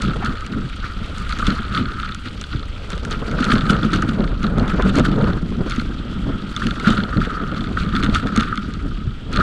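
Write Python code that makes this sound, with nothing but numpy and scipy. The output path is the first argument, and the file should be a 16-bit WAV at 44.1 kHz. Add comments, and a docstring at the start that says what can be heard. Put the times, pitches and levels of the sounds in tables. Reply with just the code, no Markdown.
"""On a dry, leafy forest trail a small camera rides down on a mountain bike.
Wind is shaped noise in lumps and gusts; leaves under the tyres are many short cracks and crushing noise.
Bumps thump as sagging sine swings; loose parts click and chatter, and knocks ring the case's modes.
Gusts and rough ground ring the hollow too; rubs and a rushing swish lie behind."""
import sys
import numpy as np
from scipy import signal
from scipy.fft import rfft, irfft, next_fast_len
from scipy.io import wavfile

SR = 44100
rng = np.random.default_rng(int(sys.argv[2]) if len(sys.argv) > 2 else 0)


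def persist_wave(psi):
    """Save psi, clipped to +-1, as 16-bit WAV."""
    counts = np.round(np.clip(psi, -1, 1) * 32767).astype(np.int16)
    wavfile.write(sys.argv[1], SR, np.atleast_2d(counts).T)


N = 415422  # length in samples

# Hollow of the camera case. Each row: mode frequency in Hz, relative level in dB, t60 in seconds.
HOLLOW_MODES = [(1211.7, -4.5, 0.034), (1296, -3.5, 0.046), (1386, -3, 0.039), (1478, -2, 0.022),
                (1628, -4, 0.014), (1848, -8.5, 0.014)]


def wind():
    """Eddies pass the port in lumps; the smaller the eddy, the faster and deeper the lumps."""
    # Steady wind. Each row: time in seconds, then relative levels in dB of slow rumble, buffeting, sharp edge.
    steady_wind = [(0.0, -41, -40, -37), (0.08, -25.5, -35.5, -35), (0.68, -31, -38, -50.5),
                   (1.44, -25, -31.5, -41.5), (2.2, -30.5, -34, -50.5), (2.94, -27, -41.5, -39),
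                   (3.41, -25.5, -26, -33), (3.88, -31, -22.5, -37.5), (4.3, -24, -24.5, -37.5),
                   (5.14, -22, -17, -34), (5.4, -22.5, -27, -42.5), (6.58, -31.5, -29, -45),
                   (6.95, -27, -30, -37.5), (7.53, -29.5, -27.5, -39), (8.18, -17.5, -21.5, -46),
                   (8.21, -37, -30.5, -49), (9.05, -23.5, -31, -49), (9.42, -35, -52, -54)]
    # Gusts slap the port. Each row: time of the top in seconds, relative buffeting level in dB,
    # relative sharp edge level in dB, length in seconds.
    gust_events = [(0.06, -17.5, -51, 0.2), (0.29, -19.5, -47, 0.066), (0.56, -17.5, -39, .12),
                   (1.49, -16, -37, 0.088), (1.79, -17.5, -36, 0.15), (2.55, -25.5, -53, 0.096),
                   (3.06, -25, -54, 0.18), (3.18, -19.5, -43, 0.039), (3.33, -19, -34, 0.11),
                   (3.53, -17.5, -36, 0.12), (3.72, -16, -27, 0.1), (3.95, -18, -36, 0.57),
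                   (4.2, -23, -31, 0.13), (4.59, -17.5, -23.5, 0.15), (4.8, -31, -18, 0.032),
                   (4.98, -23, -22.5, 0.1), (5.22, -17.5, -24, 0.21), (5.62, -21, -33.5, 0.1),
                   (6.28, -21.5, -34.5, 0.19), (6.67, -16.5, -40, 0.1), (6.89, -16, -30, 0.11),
                   (7.19, -9.5, -32, 0.067), (7.84, -31, -41, 0.14), (8.06, -24, -30.5, 0.13),
                   (8.24, -19.5, -31.5, 0.096), (8.38, -17.5, -33, 0.16), (8.85, -17, -39, 0.066),
                   (9.4, -14.5, -28.5, 0.21)]
    # Colours of the three wind layers. Each row: frequency in Hz, relative density in dB per Hz.
    rumble_colour = [(15, -5.5), (25, -1.5), (45, -1), (70, -6), (110, -11.5), (160, -31)]
    buffet_colour = [(50, -18), (90, -5), (140, -1.5), (200, 1), (280, -5.5), (400, -15.5), (600, -44)]
    edge_colour = [(250, -11), (420, -1.5), (600, -7), (850, -15.5), (1100, -15), (1500, -49)]
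    rumble_under_gust_db = -7.5  # slow rumble a gust brings along, against its buffeting
    edge_in_hollow_db = -8  # the sharp edge also blows across the hollow of the case

    rumble_db, buffet_db, edge_db = in_time(steady_wind)
    # shares of a gust's length in which it swells and dies by 1/e
    gust, gust_edge = swells(gust_events, rise=0.3, fall=0.42)
    white = rng.standard_normal((3, N))
    eddies = drift(29.8)

    rumble_gain = np.hypot(from_db(rumble_db - 2.0), from_db(rumble_under_gust_db) * gust)
    rumble = colour(white[0], rumble_colour) * rumble_gain

    buffet_gain = from_db(-2.5) * np.hypot(from_db(buffet_db), gust)
    buffet = colour(white[1] * from_db(2.97 * eddies), buffet_colour) * buffet_gain

    tearing = white[2] * from_db(2.88 * eddies + 2.45 * drift(40.0))
    edge_gain = from_db(-1.5) * np.hypot(from_db(edge_db), gust_edge)
    edge = colour(tearing, edge_colour) + from_db(edge_in_hollow_db) * ring_hollow(tearing)
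    return rumble + buffet + edge * edge_gain


def rolling():
    """Leaves snap in clumps under the tyres; the rough ground shakes the hollow case."""
    # Steady rolling. Each row: time in seconds, relative case shaking in dB, relative leaf crunch in dB.
    steady_roll = [(0.0, -31.5, -41.5), (0.81, -39.5, -42), (1.54, -29, -36.5), (1.86, -32.5, -44),
                   (2.23, -42, -43), (2.91, -43.5, -42), (3.67, -24.5, -37), (4.33, -39, -45),
                   (4.85, -34, -40), (5.17, -32.5, -40), (5.38, -43, -44.5), (6.53, -37, -44),
                   (6.82, -33.5, -38.5), (7.24, -29, -42.5), (7.69, -36.5, -43.5), (8.13, -28.5, -39),
                   (9.08, -43.5, -48), (9.42, -51, -51)]
    # A wheel runs over a root, stone or heap of leaves. Each row: time of the top in seconds,
    # relative shaking in dB, relative crunch in dB, length in seconds.
    jolts = [(0.03, -30, -33.5, 0.17), (0.26, -22, -35.5, 0.092), (0.85, -26.5, -37, 0.1),
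             (1.33, -37, -36.5, 0.43), (1.47, -16.5, -25, 0.049), (1.75, -19, -28.5, 0.084),
             (2.0, -26.5, -36, 0.11), (2.26, -26, -29.5, 0.021), (2.53, -29, -39, 0.051),
             (2.92, -33, -37, 0.078), (3.12, -19.5, -29, 0.04), (3.44, -19, -29.5, 0.15),
             (3.52, -14, -22, 0.062), (3.7, -17.5, -19.5, 0.029), (3.85, -20, -25.5, 0.027),
             (3.94, -22.5, -32, 0.086), (4.03, -30, -34, .03), (4.09, -25, -31, 0.034),
             (4.24, -22, -38, 0.023), (4.44, -19, -31, 0.037), (4.59, -41, -41, 0.078),
             (4.7, -18, -31.5, 0.064), (4.87, -22.5, -32.5, 0.11), (4.97, -22, -25.5, 0.068),
             (5.05, -16, -23.5, 0.021), (5.27, -26.5, -42, 0.16), (5.72, -29.5, -35, 0.22),
             (6.62, -31.5, -35.5, 0.35), (6.88, -17, -24.5, 0.097), (6.98, -19, -30, 0.022),
             (7.22, -34, -36.5, 0.1), (7.37, -28, -61, 0.21), (7.58, -24.5, -34, 0.04),
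             (7.78, -26, -35.5, 0.1), (7.95, -21.5, -35.5, 0.093), (8.04, -20, -32, 0.039),
             (8.15, -17, -25, 0.047), (8.28, -27, -36, 0.027), (8.38, -20, -33.5, 0.15),
             (8.52, -28, -46, 0.11), (9.34, -24, -30.5, 0.057), (9.41, -15.5, -30.5, 0.11)]
    # Colour of the crunch. Each row: frequency in Hz, relative density in dB per Hz.
    leaf_colour = [(800, -11), (1500, -3.5), (1920, -2.5), (3090, 0), (3490, -1), (4650, -4.5), (4950, -12),
                   (8300, -20), (9500, -25), (12000, -33), (15000, -55)]

    # shares of a jolt's length in which it swells and dies by 1/e
    jolt_gains = swells(jolts, rise=0.24, fall=0.54)
    shaking, crunching = np.hypot(from_db(in_time(steady_roll)), jolt_gains)
    clumps = drift(55.0)
    snaps = leaf_snaps(clumps)
    crushing = litter_crushing(clumps)

    sharp_snaps = rms_one(np.diff(snaps, prepend=0))
    crunch = colour(sharp_snaps + from_db(9.5) * crushing, leaf_colour)
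    jostling = grains(900 * from_db(2.5 * clumps), spread_db=6.5)
    shake = rms_one(jostling) + from_db(-1.5) * crushing
    return from_db(-4.5) * shaking * ring_hollow(shake) + from_db(-4.0) * crunching * crunch


def leaf_snaps(clumps):
    """Every snap is a short crack at one of 16 pitches; higher ones are weaker and die sooner."""
    born = grains(1200 * from_db(5.4 * clumps), spread_db=11.0)
    pitches_hz = np.geomspace(1700, 12000, 16)
    dealt = rng.integers(0, len(pitches_hz), N)
    snaps = np.zeros(N)
    for k, hz in enumerate(pitches_hz):
        t60 = 0.005 * (3000 / hz) ** 0.45
        snaps += ring(born * (dealt == k), hz, t60) / np.sqrt(hz)
    return snaps


def litter_crushing(clumps):
    """Coarse and fine litter give way partly together, partly each band in its own time."""
    edges_hz = np.geomspace(700, 16000, 8)
    crushing = np.zeros(N)
    for band in zip(edges_hz, edges_hz[1:]):
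        band_pass = signal.butter(2, band, "band", fs=SR, output="sos")
        noise = signal.sosfilt(band_pass, rng.standard_normal(N))
        crushing += noise * from_db(1.8 * clumps + 2.8 * drift(35.0))
    return crushing


def thumps(rise_s=0.0015, fade_s=0.012, sag=1.6):
    """After a bump the mount swings a few cycles with a sagging pitch."""
    # Bumps through the mount. Each row: start in seconds, relative peak in dB, starting pitch in Hz.
    bumps = [(0.24, -13, 222), (0.55, -22, 199), (0.644, -12.5, 144), (1.48, -11.5, 202), (1.81, -10, 234),
             (2.549, -10.5, 122), (2.93, -18, 185), (3.406, -6, 246), (3.5, -9, 250), (3.538, -2.5, 232),
             (3.635, -9.5, 171), (3.7, -3, 211), (3.85, -4, 234), (3.93, -11, 304), (4.088, -9.5, 237),
             (4.582, -11, 236), (4.861, -15, 258), (4.962, -7, 292), (5.006, -5.5, 265), (5.296, -10, 202),
             (5.428, -10, 178), (5.781, -8.5, 237), (6.872, -1.5, 202), (6.906, -5, 226), (6.986, -7, 203),
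             (7.178, -9, 193), (7.947, -9.5, 245), (8.034, -9.5, 295), (8.376, -3, 236), (8.58, -13.5, 218),
             (9.072, -10.5, 129)]
    out = np.zeros(N + SR)
    t = np.arange(SR // 10) / SR
    swell = (1 - np.exp(-t / rise_s)) * np.exp(-t / fade_s)
    turns = rng.random(len(bumps))  # starting phase in turns
    for (s, peak_db, hz), turn in zip(bumps, turns):
        at = round(s * SR)
        swing = np.sin(2 * np.pi * (hz * (t - sag * t ** 2) + turn))
        out[at:at + len(t)] += from_db(peak_db - 5.0) * swell / swell.max() * swing
    return out[:N]


def clicks(lead_s=0.0001):
    """A click rings the hollow, the shell and the fine treble modes of the case; a knock only the hollow."""
    # Loose parts click. Each row: time in seconds, relative level in dB, treble in dB against that level.
    loose_parts = [(0.02, -16.5, -11.5), (0.248, -22.5, -10.5), (0.2595, -17, -22), (0.408, -26, -16),
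                   (0.4645, -23, -14), (1.1822, -23.5, -10), (1.293, -20, -19), (1.3243, -16, -25),
                   (1.3876, -20, -14), (1.394, -21, -20), (1.468, -14.5, -14.5), (1.504, -15, -25),
                   (1.7484, -11, -45), (1.775, -11, -39), (2.147, -20.5, -10.5), (2.2746, -26, -30),
                   (2.413, -22, -9.5), (2.4394, -19, -31), (2.903, -23, -10), (2.9312, -19.5, -36),
                   (2.9783, -24, -18), (3.05, -19.5, -14), (3.11, -25, -8.5), (3.1272, -20.5, -23),
                   (3.313, -24, -17), (3.4066, -24, -12), (3.425, -15, -26), (3.4428, -14, -18),
                   (3.451, -19, -13), (3.504, -14, -30), (3.516, -16, -28), (3.706, -12.5, -12),
                   (3.8314, -17.5, -24), (3.933, -11, -22.5), (3.9388, -13, -20), (3.9603, -15, -19),
                   (4.022, -21.5, -9), (4.09, -20.5, -18), (4.4302, -21, -17), (4.4413, -18, -31),
                   (4.4668, -20, -24), (4.5833, -25, -12), (4.597, -20.5, -24), (4.679, -18.5, -22),
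                   (4.8227, -17, -19), (4.8814, -31, -29), (4.8968, -31, -33), (4.9561, -19, -10.5),
                   (4.9853, -14, -16), (4.9963, -15, -14.5), (5.698, -24.5, -9.5), (5.7087, -18, -19),
                   (5.72, -17, -29), (5.7616, -21.5, -17), (5.7974, -17.5, -25), (6.5638, -16, -16.5),
                   (6.5745, -19.5, -29), (6.6684, -11.5, -22), (6.7088, -14.5, -28), (6.7985, -19, -18),
                   (6.8733, -17, -13), (6.8821, -10.5, -24), (6.9036, -19.5, -11), (7.2534, -32, -17),
                   (7.9518, -15, -36), (7.964, -14, -22), (8.0275, -14, -28), (8.0347, -12, -23),
                   (8.0442, -14.5, -19), (8.063, -16, -33), (8.097, -21, -32), (8.147, -12.5, -17),
                   (8.271, -18.5, -22), (8.362, -13, -12.5), (8.375, -11.5, -18), (8.3986, -13.5, -27),
                   (8.405, -16.5, -18), (8.4085, -14, -18), (8.4325, -19, -22), (8.5565, -24, -15),
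                   (8.5753, -16.5, -24), (8.738, -24, -18), (9.329, -25, -11), (9.3606, -14, -17.5),
                   (9.3715, -12, -26)]
    # Dull knocks. Each row: start in seconds, relative level in dB.
    knocks = [(0.533, -17), (0.839, -8), (1.325, -12), (1.423, -5.5), (3.385, -5), (3.498, -10),
              (3.693, -5), (3.9267, -12), (4.0219, -2), (4.948, -9), (5.05, -3), (6.6185, -3),
              (6.8433, -10), (6.8668, 1.5), (7.002, -10), (7.126, -8.5), (7.213, -6), (7.7697, -1),
              (8.3554, -22), (8.523, -5.5)]
    # Shell and treble of the case. Each row: mode frequency in Hz, relative level in dB, t60 in seconds.
    shell_modes = [(2120, -7, 0.016), (2910, -1, 0.005), (3500, -2, 0.013), (4260, -3, 0.0092)]
    treble_modes = [(5100, 1.9, 0.011), (6440, 12.6, 0.0029), (8040, 2.8, 0.0044), (9330, 1.1, 0.0041)]

    s, peak_db, treble_db = np.transpose(loose_parts + rattles())
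    knock_s, knock_db = np.transpose(knocks)
    touch_s = s - lead_s
    body = strike(touch_s, peak_db - 10.0, HOLLOW_MODES, contact_s=0.00068)
    body += strike(touch_s, peak_db - 9.5, shell_modes, contact_s=0.0005)
    body += strike(knock_s, knock_db - 13.5, HOLLOW_MODES, contact_s=0.0019)
    edge = strike(touch_s, peak_db + treble_db - 9.0, treble_modes, contact_s=0.001)

    # light parts push no bass, and the padded case dulls the sharpest edges
    body_band = signal.butter(3, [1000, 5300], "band", fs=SR, output="sos")
    edge_low_pass = signal.butter(4, 10500, fs=SR, output="sos")
    return signal.sosfilt(body_band, body) + signal.sosfilt(edge_low_pass, edge)


def rattles():
    """A slack part chatters against the frame in taps, each a little off in time and strength."""
    # Runs of taps. Each row: first tap in seconds, last tap in seconds, gap in seconds, relative level in dB.
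    runs = [(0.051, 0.134, 0.0277, -23), (0.295, 0.383, 0.029, -28), (1.557, 1.682, .031, -28),
            (1.796, 1.919, .0305, -22), (1.999, 2.120, 0.0305, -21), (2.529, 2.628, 0.033, -25),
            (3.555, 3.610, 0.027, -16), (3.666, 3.767, .0335, -18), (4.206, 4.277, 0.035, -23),
            (5.027, 5.159, 0.033, -28), (5.212, 5.333, .030, -24), (6.971, 7.036, 0.0325, -19),
            (7.171, 7.237, 0.033, -21), (7.516, 7.671, 0.031, -24.5), (7.805, 7.893, 0.029, -24),
            (8.154, 8.185, .031, -16)]
    treble_db, spread_db, jitter_s = -31, 1.5, 0.0005
    taps = []
    for first, last, gap, db in runs:
        count = round((last - first) / gap) + 1
        taps += [(first + k * gap, db) for k in range(count)]
    chance = rng.standard_normal((len(taps), 2))
    return [(s + jitter_s * late, db + spread_db * loud, treble_db)
            for (s, db), (late, loud) in zip(taps, chance)]


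def strike(s, level_db, modes, contact_s):
    """A sharp touch and a short scuffle strike all modes at once, each a little harder or softer."""
    first_touch = 1.3  # strength of the sharp contact against the scuffle that follows
    at = np.clip(np.round(s * SR).astype(int), 0, N)
    after = np.arange(500)
    progress = after / (contact_s * SR)
    contact = progress ** 2 * np.exp(-2 * progress)  # crests after contact_s
    scuffle = contact * rng.standard_normal((len(at), len(after)))
    scuffle /= np.linalg.norm(scuffle, axis=1, keepdims=True)
    blow = scuffle + first_touch * (after == 0)
    uneven_db = 1.5 * rng.standard_normal((len(at), len(modes)))
    out = np.zeros(N)
    for k, (hz, mode_db, t60) in enumerate(modes):
        gain = from_db(level_db + mode_db + uneven_db[:, k])
        force = np.zeros(N + len(after))
        np.add.at(force, at[:, None] + after, gain[:, None] * blow)
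        out += ring(force[:N], hz, t60) * (-1) ** k
    return out


def rubs():
    """Something rubs along the case: dense small slips that swell quickly and die more slowly."""
    # Rubs. Each row: time of the top in seconds, level in dB, length in seconds.
    rub_events = [(0.225, -28.5, 0.032), (4.57, -35, .06), (4.64, -32.5, .1), (4.8, -26, 0.052),
                  (5.2, -49, 0.1)]
    # Colour of a rub. Each row: frequency in Hz, relative density in dB per Hz.
    rub_colour = [(400, -23), (700, 4), (1100, 5), (2000, 0), (2800, -10.5), (4000, -41)]
    gain, = swells(rub_events, rise=0.13, fall=0.5)
    return gain * colour(grains(2500, spread_db=1.5), rub_colour)


def swish():
    """Far leaves swish and air rushes past: coloured noise with a slowly wavering level."""
    # Swish. Each row: time in seconds, level in dB around which it wavers.
    swish_curve = [(0, -54), (1.1, -49.5), (1.35, -49.5), (1.6, -55), (2.7, -50), (4.4, -60), (5.3, -52),
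                   (5.6, -53.5), (6.3, -48), (6.55, -50.5), (8.5, -53.5), (9.42, -50)]
    # Colour of the rushing. Each row: frequency in Hz, relative density in dB per Hz.
    rush_colour = [(1500, 2.5), (2370, 1.5), (3300, 11.5), (4500, -11), (5000, -5), (6500, -19),
                   (8000, -12), (9600, -33), (12500, -32), (15000, -56)]
    level_db, = in_time(swish_curve)
    return colour(rng.standard_normal(N), rush_colour) * from_db(level_db + 1.2 * drift(12.0))


def from_db(db):
    """Decibels to gain."""
    return 10 ** (np.asarray(db) / 20)


def rms_one(x):
    """Scale to rms 1."""
    return x / np.sqrt(np.mean(x ** 2) + 1e-20)


def in_time(rows):
    """Every column of a curve at every sample."""
    s, *columns = np.transpose(rows)
    return [np.interp(np.arange(N) / SR, s, c) for c in columns]


def swells(events, rise, fall):
    """Gain of each level column: every event swells to its top and dies away; powers add."""
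    s, *levels_db, length = np.transpose(events)
    step = 40  # samples between computed points
    t = np.arange(0, N + step, step)[:, None] / SR - s
    fade_s = np.maximum(length, 0.01) * np.where(t < 0, rise, fall)
    power = np.exp(-2 * np.abs(t) / fade_s)
    points = np.arange(len(t))
    return [np.interp(np.arange(N) / step, points, np.sqrt(power @ from_db(2 * db))) for db in levels_db]


def drift(rate_hz):
    """Slow chance: noise at every 20th sample through a double one-pole low-pass; rms 1."""
    step, settle = 20, 2000
    r = np.exp(-2 * np.pi * step * rate_hz / SR)
    noise = rng.standard_normal(N // step + settle + 2)
    slow = signal.lfilter([1], [1, -2 * r, r * r], noise)[settle:]
    return np.interp(np.arange(N) / step, np.arange(len(slow)), rms_one(slow))


def grains(per_s, spread_db):
    """Random clicks of uneven size and sign."""
    sizes = from_db(spread_db * np.minimum(rng.exponential(1, N), 4))
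    signs = rng.choice([-1, 1], N)
    return sizes * signs * (rng.random(N) < per_s / SR)


def colour(x, spectrum):
    """Shape a sound by a spectrum in dB over log frequency; rms 1."""
    size = next_fast_len(N)
    hz = np.maximum(np.arange(size // 2 + 1) * SR / size, 1)
    points_hz, points_db = np.transpose(spectrum)
    inside = (hz > points_hz[0] / 2) * (hz < points_hz[-1] * 2)
    gain = inside * from_db(np.interp(np.log(hz), np.log(points_hz), points_db))
    return rms_one(irfft(rfft(x, size) * gain, size)[:N])


def ring(force, hz, t60):
    """A two-pole resonator: a unit click sets a decaying sine of starting height 1 ringing."""
    r = from_db(-60 / (t60 * SR))
    w = 2 * np.pi * hz / SR
    return signal.lfilter([0, np.sin(w)], [1, -2 * r * np.cos(w), r * r], force + 1e-18)


def ring_hollow(force):
    """A lasting force rings the hollow's modes, alternating in sign; rms 1."""
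    out = np.zeros(N)
    for k, (hz, db, t60) in enumerate(HOLLOW_MODES):
        out += from_db(db) * ring(force, hz, t60) * (-1) ** k
    return rms_one(out)


def scene():
    """All sources meet at the one microphone."""
    return (wind() + rolling() + thumps() + clicks() + rubs() + swish())[None]


def record(dry):
    """Peaks are rounded, the top is cut."""
    rounded = 1.13 * np.tanh(dry / 0.82)
    top_cut = signal.cheby2(12, 70, 15500, fs=SR, output="sos")  # 70 dB down from 15.5 kHz
    return signal.sosfilt(top_cut, rounded)


dry = scene()
out = record(dry)
persist_wave(out)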